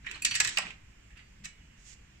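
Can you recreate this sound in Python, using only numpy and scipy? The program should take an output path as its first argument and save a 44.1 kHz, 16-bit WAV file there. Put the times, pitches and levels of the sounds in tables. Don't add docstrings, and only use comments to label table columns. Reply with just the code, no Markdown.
import sys
import numpy as np
from scipy import signal
from scipy.fft import rfft, irfft, next_fast_len
from scipy.io import wavfile
from scipy.ndimage import uniform_filter1d, map_coordinates

SR = 44100
rng = np.random.default_rng(int(sys.argv[2]) if len(sys.argv) > 2 else 0)


def pcm_store(signal):
    levels = np.round(np.clip(np.atleast_2d(signal), -1, 1) * 32767)
    wavfile.write(sys.argv[1], SR, levels.astype(np.int16).T)


def to_linear_factor(level_db):
    exponent = np.asarray(level_db, float) / 20
    return 10 ** exponent


N = 97020

# (frequency [Hz], density [dB per Hz])
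HISS_COLOUR = [(300, -5), (600, -8), (1300, -7.5), (2000, -2.5), (2800, -2.5), (3800, -14.5), (7700, -10.5),
               (8800, -28.5)]
# (frequency [Hz], density [dB per Hz])
RUMBLE_COLOUR = [(12, -34), (20, -5.5), (49, 0.5), (70, -4.5), (193, -12), (400, -28), (520, -30),
                 (880, -120)]
# (frequency [Hz], correlation [-1..1])
PORT_LIKENESS = [(60, 1), (180, 0.95), (550, -0.34), (1650, 0.36), (4970, -0.44), (15000, 0.46)]
# (frequency [Hz], left minus right [dB])
HISS_BALANCE = [(60, 5), (180, -7), (550, 0), (1650, -6), (4970, -5.0), (15000, 0)]
# (frequency [Hz], left minus right [dB])
NEAR_BALANCE = [(400, 7), (1400, -4.5), (2800, -6.5), (5600, -1.5), (10000, 1.5), (14000, 3.5)]
# (frequency [Hz], t60 [s])
ROOM_DECAY = [(300, 0.53), (2500, 0.26), (8000, 0.22), (9300, 0.034), (14000, 0.044)]
# (time [s], length [s], frequency [Hz], level [dB])
PUSHES = [
    (0.053, .15, 326, -66.5),
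    (0.19, 0.14, 219, -60.5),
    (0.287, 0.16, 133.5, -52.5),
    (0.394, 0.14, 327, -61.5),
    (0.558, 0.13, 203, -55),
    (0.615, 0.096, 396, -65),
    (1.374, 0.099, 163, -57),
]
# (start [s], rise [s], hold [s], fall [s], level [dB])
SLEEVE_STROKES = [
    (1.736, 0.062, 0.057, .03, -66.5),
    (1.835, 0.038, 0.064, 0.024, -55.5),
]
# (frequency [Hz], density [dB per Hz])
CLOTH_COLOUR = [(1200, -22), (2000, -5.5), (4000, -10), (7000, 1), (8200, -4), (9000, -24), (16000, -32)]
# (start [s], rise [s], hold [s], fall [s], level [dB], treble [dB])
RUBS = [
    (0.012, 0.059, 0.1, 0.1, -44.5, -14),
    (0.253, 0.012, 0.296, 0.043, -44, -1),
    (0.59, 0.0045, 0.078, 0.12, -39.5, -15),
    (1.149, 0.017, 0.047, .06, -50.5, -31),
    (1.435, 0.0065, 0.02, 0.048, -51, -3.5),
]
# (time [s], shaft level [dB], screw level [dB])
STEEL_HITS = [
    (0.2207, -32.5, -46.5),
    (0.249, -44, -33.5),
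    (0.31, -70, -36),
    (0.341, -43.5, -42),
]
# (frequency [Hz], level [dB], t60 [s])
SHAFT_MODES = [(2530, 0, .09), (7557, 2, .045), (9700, -9, .16), (11900, -18, .03), (15000, -8, .025)]
# (frequency [Hz], level [dB], t60 [s])
SCREW_MODES = [(4358, -2, .25), (4500, -7, .12), (4634, -4, .3), (5980, -1, .18)]
# (time [s], frequency [Hz], level [dB], t60 [s])
PINGS = [
    (.088, 3900, -44, .04),
    (.145, 4200, -39, .05),
    (1.174, 4634, -65, .6),
    (1.46, 2260, -51, .28),
    (1.48, 2918, -61, .45),
    (1.61, 2918, -62, .45),
]
# (time [s], peak level [dB], frequency [Hz])
TICKS = [(.0678, -31, 2100), (.0885, -35, 2300), (.1128, -29, 2500), (.1135, -36, 7500), (.1582, -35, 2400),
         (.2212, -34, 14500), (.2488, -13, 7600), (.2509, -8, 7300), (.3122, -22, 4500), (.3532, -17, 5000),
         (.4029, -12, 7600), (.4052, -20, 4000), (.4492, -22, 7400), (.4752, -22, 7000), (.5734, -16, 4900),
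         (.5755, -19, 2600), (.5856, -21, 7800), (.5864, -22, 4900), (.625, -30, 2600), (.668, -32, 2500),
         (.706, -34, 2400), (1.455, -29, 6000)]
# (time [s], level [dB], t60 [s])
THUDS = [
    (.157, -43, 0.064),
    (.25, -60, 0.032),
    (.401, -29.5, 0.06),
    (.448, -39.5, 0.12),
    (.572, -32.5, 0.1),
    (.584, -24, 0.04),
    (.625, -43.5, 0.14),
    (1.453, -52.5, 0.093),
]
# (frequency [Hz], width [Hz], level [dB])
CASE_MODES = [(474, 92, -10.5), (630, 130, -6), (862, 145, 0), (1057, 120, 2), (1294, 120, 0)]
# (time [s], peak level [dB], treble re body [dB], struck spot [Hz], t60 [s])
PRYING = [
    (.045, -40, -21, 1500, 0.094),
    (0.064, -29, -11, 1920, 0.036),
    (.067, -27.5, -29, 2090, 0.044),
    (0.088, -42, -23, 1910, 0.037),
    (0.1116, -30.5, -1.5, 2420, 0.04),
    (0.13, -42, -19, 1940, 0.083),
    (.157, -41, -3, 1830, 0.024),
]
# (time [s], peak level [dB], treble re body [dB], struck spot [Hz], t60 [s])
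KNOCKS = [(0.2203, -34, -1, 2440, 0.056), (0.2481, -16, 10.5, 2720, 0.021), (0.2503, -12.5, 10, 2700, 0.03),
          (0.261, -21, -2, 2540, 0.072), (.309, -22, -6.5, 2920, 0.1), (.341, -24, -10, 2520, 0.16),
          (0.351, -17.5, 5, 2320, 0.1), (.4008, -11, 1.5, 1890, 0.026), (.404, -12.5, 5.5, 1930, 0.04),
          (.411, -22, -0.5, 1780, 0.035), (0.4414, -25, 10.5, 2360, 0.093), (.447, -17, 3.5, 1770, 0.044),
          (.473, -20, 2, 1900, 0.052), (0.488, -25.5, 11, 2130, 0.06), (.572, -14, -5.5, 2600, 0.03),
          (.5845, -17, 2.5, 2280, 0.018), (0.6, -29.5, -50, 2180, 0.027), (0.622, -37, -24, 2600, 0.059),
          (0.668, -35.5, -15, 2410, 0.015), (.703, -35.5, -8.5, 2350, 0.043)]
# (time [s], peak level [dB], treble re body [dB], struck spot [Hz], t60 [s])
TAPS = [
    (1.103, -49.5, -13, 1910, 0.099),
    (1.171, -44.5, -5.5, 2630, 0.08),
    (1.19, -48, -13, 2320, 0.066),
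    (1.4452, -31, 5, 2130, 0.053),
    (1.454, -31, 6, 2150, 0.037),
    (1.471, -52, -8, 2200, 0.025),
    (1.49, -53, 0, 2220, 0.032),
]
# (frequency [Hz], width [Hz], level [dB])
FRAME_MODES = [(1704, 20, 1.5), (1890, 64, 9.5), (2090, 19, -10), (2300, 21.6, 0.5), (2600, 150, 2),
               (2816, 33, 8.5), (3780, 60, 3), (4683, 110, -2), (5590, 38, -29), (6055, 43, -15),
               (6300, 48, -10), (7320, 53, 15), (7760, 82, 8.5), (8090, 71, 5)]
# (frequency [Hz], density [dB per Hz])
CRACK_COLOUR = [(300, -33), (800, -19), (1700, -4), (2700, -0.5), (7800, -2), (8800, -8.5), (10200, -25.5),
                (16000, -33.5)]

SPLIT_HZ, EDGE_HZ = 3140, 9000
MODE_SCATTER_DB, DETUNE = 3, .012


def unit(x):
    return x / np.sqrt(np.mean(x ** 2) + 1e-20)


def along(points, hz):
    f, v = np.transpose(points)
    return np.interp(np.log(hz + 1), np.log(f + 1), v)


def wobble(rate, size):
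    knots = rng.standard_normal(int(size * rate / SR) + 4)
    return map_coordinates(knots, [np.arange(size) * rate / SR])


def filtered(x, response):
    m = next_fast_len(x.shape[-1] + 4096)
    return irfft(rfft(x, m) * response(np.fft.rfftfreq(m, 1 / SR)), m)[..., :x.shape[-1]]


def high(f):
    return 1 / (1 + (SPLIT_HZ / (f + 1)) ** 6)


def above(f):
    return 1 / (1 + (EDGE_HZ / (f + 1)) ** 20)


def sides(points, lag_s):
    def response(f):
        left = to_linear_factor(along(points, f) / 2) * np.exp(-2j * np.pi * f * lag_s)
        return np.array([left, to_linear_factor(-along(points, f) / 2)])
    return response


def stroke(s, rise, hold, fall):
    corners = [s, s + rise, s + rise + hold, s + rise + hold + fall]
    return np.interp(np.arange(N) / SR, corners, [0, 1, 1, 0]) ** 2


def rush(spectrum, patchy_db):
    z = signal.stft(rng.standard_normal((2, N + 512)), nperseg=512)[2]
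    field = uniform_filter1d(rng.standard_normal(z.shape[1:]), size=6, axis=0)
    field = uniform_filter1d(field, size=8, axis=1)
    pair = signal.istft(z * to_linear_factor(patchy_db * unit(field)), nperseg=512)[1][:, :N]

    def mid_side(hz):
        turn = np.arccos(np.clip(along(PORT_LIKENESS, hz), -1, 1)) / 2
        return to_linear_factor(along(spectrum, hz)) * np.array([np.cos(turn), np.sin(turn)])

    mid, side = filtered(pair, mid_side)
    return unit(np.array([mid + side, mid - side]))


def rumble():
    return to_linear_factor(-56.5) * rush([(6.9, -2)] + RUMBLE_COLOUR + [(700, -54.0)], patchy_db=1.5)


def hiss():
    level_db, lag_s, share = -63.5, 0.00057, 0.11
    colour = [(150, -69)] + HISS_COLOUR + [(15000, -36.5), (16400, -70)]
    source = np.tile(rush(colour, patchy_db=1)[0], (2, 1))
    from_right = filtered(source, sides([(1, 0)], lag_s))
    around = rush(colour, patchy_db=1)
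    mix = np.sqrt(1 - share) * around + np.sqrt(share) * from_right
    return filtered(to_linear_factor(level_db) * mix, sides(HISS_BALANCE, 0))


def room(x):
    hz, t, z = signal.stft(rng.standard_normal((2, SR // 2)), SR, nperseg=256)
    tail = signal.istft(z * to_linear_factor(-60 * t / along(ROOM_DECAY, hz)[:, None]), SR, nperseg=256)[1]
    late = np.pad(x, ((0, 0), (300, 0)))
    return signal.fftconvolve(late, tail / np.linalg.norm(tail[0]), axes=1)[:, :N]


def bench():
    out = np.zeros(N)
    for s, length, hz, db in PUSHES:
        octave_band = lambda f: np.exp(-(np.log2((f + 1) / hz) / .5) ** 2)
        thrum = unit(filtered(rng.standard_normal(N), octave_band))
        out += to_linear_factor(db) * stroke(s, 0.29 * length, 0.52 * length, 1.2 * length) * thrum
    return out


def sleeve():
    cloth = rush(CLOTH_COLOUR, patchy_db=0.0) * to_linear_factor([[-4], [4]])
    return sum(to_linear_factor(db) * stroke(*shape) for *shape, db in SLEEVE_STROKES) * cloth


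def rubs():
    grain_db = 1.5 * (wobble(300, size=N) + wobble(90, size=N))
    noise = rush(CRACK_COLOUR, patchy_db=2) * to_linear_factor(grain_db)
    dull = filtered(noise, lambda f: 1 - high(f))
    bright = filtered(noise, lambda f: high(f) * (1 - above(f)))
    return sum(stroke(*shape) * to_linear_factor(db) * (dull + to_linear_factor(treble_db) * bright)
               for *shape, db, treble_db in RUBS)


def rings():
    out, t = np.zeros((2, N + SR)), np.arange(SR // 2) / SR
    tones = list(PINGS)
    for s, shaft_db, screw_db in STEEL_HITS:
        tones += [(s, hz, shaft_db + db, t60) for hz, db, t60 in SHAFT_MODES]
        tones += [(s, hz, screw_db + db, t60) for hz, db, t60 in SCREW_MODES]
    for s, hz, db, t60 in tones:
        drift = 0.6 * wobble(25 / t60, size=len(t))
        phase = 2 * np.pi * (hz * t + rng.random()) + drift + np.array([[0], [1]])
        level_db = db - 60 * t / t60 + 1.8 * wobble(20 / t60, size=len(t))
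        start = round(s * SR)
        out[:, start:start + len(t)] += np.sin(phase) * to_linear_factor(level_db) * (1 - np.exp(-t / .001))
    return out[:, :N]


def ticks():
    out, t = np.zeros((2, N + SR)), np.arange(SR // 100) / SR
    for s, db, hz in TICKS:
        width_hz = .13 * np.sqrt(hz * 4000)
        cycles = np.sin(2 * np.pi * (hz * t + rng.random((2, 1)))) * np.exp(-np.pi * width_hz * t)
        start = round(s * SR)
        out[:, start:start + len(t)] += to_linear_factor(db + 8) * cycles * (1 - np.exp(-t / .0003))
    return out[:, :N]


def chatter(t, t60):
    alike, spiky_db, rise_s = 0.21, 1.5, 0.0023
    snap_db, snap_t60 = 2.5, 0.0041
    a, b = rng.standard_normal((2, len(t)))
    slips = np.array([a, alike * a + np.sqrt(1 - alike ** 2) * b])
    slips *= to_linear_factor(spiky_db * wobble(945, size=len(t)))
    decay = to_linear_factor(-60 * t / t60) + to_linear_factor(snap_db - 60 * t / snap_t60)
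    return slips * decay * (1 - np.exp(-t / rise_s))


def modes(table, f):
    total = 0
    for k, (centre, width, db) in enumerate(table):
        strength = to_linear_factor(db + MODE_SCATTER_DB * rng.standard_normal((2, 1)))
        hz = centre * (1 + DETUNE * rng.standard_normal())
        total = total + (-1) ** k * strength * 1j * f * width / (hz ** 2 - f * f + 1j * f * width)
    return total


def add(out, s, db, blow):
    start = round(s * SR)
    onset = np.sqrt(np.mean(blow[:, :SR // 120] ** 2))
    out[:, start:start + blow.shape[1]] += to_linear_factor(db - 10.5) * blow / onset


def thuds():
    out, t = np.zeros((2, N + SR)), np.arange(SR // 6) / SR
    case = lambda f: modes(CASE_MODES, f) / (1 + (450 / (f + 1)) ** 4)
    for s, db, t60 in THUDS:
        add(out, s, db, filtered(chatter(t, t60), case))
    return out[:, :N]


def knocks():
    ring_db, focus_db, focus_oct, fizz_db = -4, 8.5, 0.48, 11
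    treble_life, fizz_life = 0.76, 0.41
    out, t = np.zeros((2, N + SR)), np.arange(SR // 6) / SR
    body = lambda f: to_linear_factor(along(CRACK_COLOUR, f)) + to_linear_factor(ring_db) * modes(FRAME_MODES, f)
    for s, db, treble_db, spot_hz, t60 in PRYING + KNOCKS + TAPS:
        spot = lambda f: to_linear_factor(focus_db * (np.exp(-(np.log2((f + 1) / spot_hz) / focus_oct) ** 2) - 1))
        low = filtered(chatter(t, t60), lambda f: body(f) * spot(f) * (1 - high(f)))
        top = filtered(chatter(t, treble_life * t60), lambda f: body(f) * high(f) * (1 - above(f)))
        fizz = filtered(chatter(t, fizz_life * t60), lambda f: body(f) * above(f))
        add(out, s, db, low + to_linear_factor(treble_db - focus_db) * (top + to_linear_factor(fizz_db) * fizz))
    return out[:, :N]


def scene():
    contacts = knocks() + thuds() + ticks() + rubs() + sleeve()
    near = filtered(contacts, sides(NEAR_BALANCE, lag_s=.00005))
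    near = near + filtered(rings(), sides(NEAR_BALANCE, lag_s=0))
    return near + to_linear_factor(-11.5) * room(near) + hiss() + rumble() + bench()


def band_limit(x):
    return signal.sosfilt(signal.butter(12, 16480, fs=SR, output="sos"), x)


def record(dry):
    top_hz = 15400
    mix = filtered(dry, lambda f: 1 / (1 + (f / top_hz) ** 60))
    return band_limit(mix)


dry = scene()
out = record(dry)
pcm_store(out)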